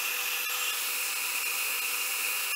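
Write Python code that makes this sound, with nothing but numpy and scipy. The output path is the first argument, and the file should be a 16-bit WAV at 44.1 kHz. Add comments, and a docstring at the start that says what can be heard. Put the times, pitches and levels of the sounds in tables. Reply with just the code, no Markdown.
"""A steady rush of air and a whine are heard first: a small blow dryer, held aside.
It soon swings round to aim at a sheet on a table; its colour shifts, and the level dips briefly a few times.
The rush is shaped noise, the ringing housing is noise in resonances, and the fan motor is
a set of sine tones on multiples of its turning rate. Both ears hear the same."""
import sys
import numpy as np
from scipy import signal
from scipy.fft import rfft, irfft
from scipy.io import wavfile
from scipy.ndimage import uniform_filter1d

SR = 44100
rng = np.random.default_rng(int(sys.argv[2]) if len(sys.argv) > 2 else 0)


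def output_pcm(signal):
    """Save a mono or channel-first signal as 16-bit PCM at the path in sys.argv[1].

    Samples are clipped to [-1, 1] before scaling.
    """
    pcm = np.clip(np.atleast_2d(signal).T, -1, 1) * 32767
    wavfile.write(sys.argv[1], SR, np.round(pcm).astype(np.int16))


N = 112454  # length in samples
T = np.arange(N) / SR  # time in seconds

AIM_S, AIM_TAKES_S = 0.76, 0.52  # middle and length of the swing towards the sheet
TURBULENCE_DB, TURBULENCE_PER_S = 0.84, 3.7  # each band's own flicker: spread and speed
SURGE_DB, SURGE_PER_S = 0.31, 30  # unsteadiness of the whole flow: spread and speed
CUTOFF_HZ = 15700  # the treble ends just above this


def from_db(db):
    """Turn decibels into a gain."""
    return 10 ** (np.asarray(db) / 20)


def rms_one(x):
    """Scale a signal to an rms (average strength) of 1."""
    return x / np.sqrt(np.mean(x ** 2) + 1e-30)


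def filtered(x, gain_at):
    """Change the strength of each frequency by the gain that gain_at gives for it."""
    hz = np.arange(N // 2 + 1) * SR / N
    return irfft(rfft(x) * gain_at(np.maximum(hz, 1)), N)


def drift(rate, size=2048):
    """Make a slow random curve with a spread of 1; a higher rate moves faster."""
    hz = np.arange(size // 2 + 1) * SR / N
    slow = irfft(rfft(rng.standard_normal(size)) / (1 + (hz / rate) ** 2))
    return np.interp(np.arange(N) * size / N, np.arange(size), rms_one(slow))


def flicker():
    """Turbulence makes the strength of one band of air noise waver."""
    return from_db(TURBULENCE_DB * drift(TURBULENCE_PER_S))


def swell(s, half):
    """Rise smoothly to 1 at time s, and fall again."""
    return np.exp(-0.5 * ((T - s) / half) ** 2)


def by_aim(aside_db, aimed_db):
    """Blend the power from the level held aside to the level aimed as the dryer swings."""
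    swing = np.clip((T - AIM_S) / AIM_TAKES_S, -0.5, 0.5)
    aim = 0.5 + 0.5 * np.sin(np.pi * swing)  # 0 is aside, 1 is aimed
    aside_power = (1 - aim) * from_db(aside_db) ** 2
    aimed_power = aim * from_db(aimed_db) ** 2
    return np.sqrt(aside_power + aimed_power)


def band_noise(hz, width_hz):
    """Air noise in one steep-sided resonance, with an rms of 1."""
    def resonance(f):
        return 1 / np.sqrt(1 + ((f * f - hz * hz) / (f * width_hz)) ** 4)

    return rms_one(filtered(rng.standard_normal(N), resonance))


def ringing(rows):
    """Air sets off several resonances, each following the aim and flickering on its own."""
    total = 0
    for hz, width, aside, aimed in rows:
        total = total + by_aim(aside, aimed) * flicker() * band_noise(hz, width)
    return total


# The broad rush of the jet, before it flickers.
# Each row: frequency in Hz, level in dB per Hz held aside, level in dB per Hz aimed.
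RUSH_SPECTRUM = [(30, -130, -128), (91.5, -120, -112), (156, -109, -107), (209, -92, -96), (392, -81, -82),
                 (590, -85.5, -88.5), (1100, -75.5, -78.5), (1990, -76, -77.5), (3000, -71, -73),
                 (3350, -73, -79.5), (4450, -78.5, -77.5), (6770, -75, -76), (9100, -79, -76.5),
                 (12600, -75, -74.5), (15600, -79, -76)]


def rush():
    """The turbulent jet makes broad noise; its colour follows the aim and each octave flickers."""
    hz, aside_db, aimed_db = np.transpose(RUSH_SPECTRUM)
    jet = 0
    for levels, gain in ((aside_db, by_aim(0, -np.inf)), (aimed_db, by_aim(-np.inf, 0))):
        def colour(f):
            return np.sqrt(SR / 2) * from_db(np.interp(np.log(f), np.log(hz), levels))

        jet = jet + gain * filtered(rng.standard_normal(N), colour)
    octaves = 20 * 2.0 ** np.arange(10)  # lower edges in Hz
    return sum(flicker() * filtered(jet, lambda f: (f >= low) & (f < 2 * low)) for low in octaves)


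# Air resonances of barrel and grille, before they flicker.
# Each row: frequency in Hz, width in Hz, level in dB held aside, level in dB aimed.
BARREL_RESONANCES = [(486.6, 102, -67, -55.5), (796, 46, -57, -59), (987, 116, -58, -54),
                     (1295, 243, -47, -46), (1742, 120, -49.5, -62), (2244, 90, -67, -48),
                     (4100, 530, -69, -47.5), (5246, 370, -61, -49), (5930, 1000, -47.5, -62),
                     (7720, 720, -67, -46.5), (10070, 1200, -56, -44.5), (11440, 730, -45.5, -58),
                     (14400, 1700, -46.5, -48)]
# Narrow whistles of the housing.
# Each row: frequency in Hz, width in Hz, level in dB held aside, level in dB aimed.
HOUSING_WHISTLES = [(274, 26, -72, -67.5), (1712, 11, -54, -56)]
# The nozzle's howl, a cluster of close resonances, before it sinks in the turn.
# Each row: frequency in Hz, width in Hz, level in dB held aside, level in dB aimed.
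NOZZLE_HOWL = [(2479, 170, -43, -39.5), (2590, 71, -44, -48), (2694, 157, -38.5, -40),
               (2795, 88, -49, -43.5)]
# The howl sinks while the nozzle turns: middle, half length, depth
SHADE_S, SHADE_HALF_S, SHADE_DB = 0.79, 0.16, 5.5


def housing():
    """Rushing air rings in barrel, grille and nozzle; the nozzle's howl sinks during the turn."""
    howl_gain = from_db(-SHADE_DB * swell(SHADE_S, SHADE_HALF_S))
    return ringing(BARREL_RESONANCES + HOUSING_WHISTLES) + howl_gain * ringing(NOZZLE_HOWL)


# Tones of the motor whine, before they flutter.
# Each row: multiple of the turning rate, level in dB held aside, level in dB aimed.
MOTOR_TONES = [(1, -55, -66), (2, -63, -62), (4, -58.5, -66), (5, -44, -48), (7, -53, -58), (10, -53, -55),
               (11, -52, -62), (13, -61, -79), (14, -58.5, -57), (15, -54.5, -60)]
# How fast the motor turns, before its small random wander.
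# Each row: time in seconds, turns per second (Hz).
TURNING_RATE = [(0, 496.2), (.42, 496.3), (.56, 497.4), (.8, 497.2), (1.2, 496.6), (2.55, 496.4)]
MOTOR_WANDER, WANDER_PER_S = 0.0005, 5.5  # wander as a share of the turning rate, and its speed
WHINE_FLUTTER_DB, FLUTTER_PER_S = 1.2, 7  # spread and speed of each tone's flutter


def motor():
    """The fan whines on multiples of its turning rate, strongest at five blades a turn."""
    steady_hz = np.interp(T, *np.transpose(TURNING_RATE))
    turning_hz = steady_hz * (1 + MOTOR_WANDER * drift(WANDER_PER_S))
    phase = 2 * np.pi * np.cumsum(turning_hz) / SR
    whine = 0
    for multiple, aside, aimed in MOTOR_TONES:
        flutter = from_db(WHINE_FLUTTER_DB * drift(FLUTTER_PER_S))  # from the airflow
        tone = np.sin(round(multiple) * phase + rng.uniform(0, 2 * np.pi))
        whine = whine + by_aim(aside, aimed) * flutter * tone
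    return np.sqrt(2) * whine  # a sine needs this peak for an rms of 1


# Resonances, and a low rumble, that flare as the nozzle swings past.
# Each row: time of the peak in seconds, half length in seconds, frequency at the peak in Hz,
# glide in Hz per second, width in Hz, level at the peak in dB.
SWING_FLARES = [(.65, .1, 3150, 1300, 550, -40), (.88, .1, 3900, 2500, 800, -46),
                (.45, .05, 3980, 0, 140, -49), (.58, .12, 1260, 0, 110, -44.5),
                (.665, .055, 2750, 700, 70, -35.5), (.81, .07, 2860, 400, 90, -46),
                (.59, .08, 7470, 0, 60, -44.5), (.52, .06, 11550, 0, 200, -47),
                (.42, .12, 12050, 1500, 350, -49), (.85, .12, 13950, 2000, 500, -49),
                (.82, .08, 10000, 0, 900, -49), (.6, .12, 112, -170, 25, -79)]


def flares():
    """As the nozzle swings past, bands of air noise swell, and some glide in pitch."""
    total = 0
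    for s, half, hz, glide, width, db in SWING_FLARES:
        shift = np.exp(1j * np.pi * glide * (T - s) ** 2)  # moves every frequency alike
        gliding = np.real(signal.hilbert(band_noise(hz, width)) * shift)
        total = total + from_db(db) * swell(s, half) * gliding
    return total


LISTEN_S = 0.012  # the strongest tones are picked over about this stretch
COMPARE_HZ, COMPARE_SHARE = 2620, 0.75  # how wide, and how fully, they are judged against neighbours
KEPT_FROM_HZ = 1100  # the bass always drops out
KEPT_WIDTH_HZ, KEPT_APART_HZ, KEPT_DB = 55, 260, 4.5  # half width, least spacing and boost


def strongest_tones(x, s, count):
    """Keep narrow bands around the frequencies that stand out most at one moment."""
    spectrum = np.abs(rfft(x * swell(s, LISTEN_S)))
    neighbours = uniform_filter1d(spectrum, int(COMPARE_HZ * N / SR))
    standing = spectrum / neighbours ** COMPARE_SHARE
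    peaks, _ = signal.find_peaks(standing[:int(CUTOFF_HZ * N / SR)], distance=KEPT_APART_HZ * N / SR)
    peaks = peaks[peaks * SR / N > KEPT_FROM_HZ]
    kept_hz = peaks[np.argsort(standing[peaks])[-count:]] * SR / N
    return filtered(x, lambda f: sum(1 / (1 + ((f - hz) / KEPT_WIDTH_HZ) ** 4) for hz in kept_hz))


# Moments when the level dips briefly.
# Each row: middle in seconds, half length in seconds, depth in dB before the kept tones are added.
BRIEF_DIPS = [(.473, .017, 28), (.719, .007, 16), (1.146, .007, 16), (1.444, .008, 16), (1.806, .007, 16),
              (2.538, .013, 22)]
DIP_STEEPNESS = 3  # higher gives sharper edges


def dipped(x):
    """In each brief dip the sound drops away and mainly its strongest tones are left."""
    for s, half, depth_db in BRIEF_DIPS:
        gain = from_db(-depth_db * np.exp(-np.abs((T - s) / half) ** DIP_STEEPNESS))
        kept = from_db(KEPT_DB) * strongest_tones(x, s, count=17)
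        x = gain * x + (1 - gain) * kept
    return x


def scene():
    """The air noises surge together, the motor whines beside them, alike in both ears."""
    surge = from_db(SURGE_DB * drift(SURGE_PER_S))
    air = rush() + housing() + flares()
    dryer = air * surge + motor()
    return np.array([dryer, dryer])


def record(dry):
    """One channel for both ears; the level dips briefly and the top is cut steeply."""
    def top_cut(f):
        return from_db(-np.clip((f - CUTOFF_HZ) / 4, 0, 90))  # 1 dB more every 4 Hz, up to 90 dB

    mono = filtered(dipped(dry.mean(axis=0)), top_cut)
    return np.array([mono, mono])


dry = scene()
out = record(dry)
output_pcm(out)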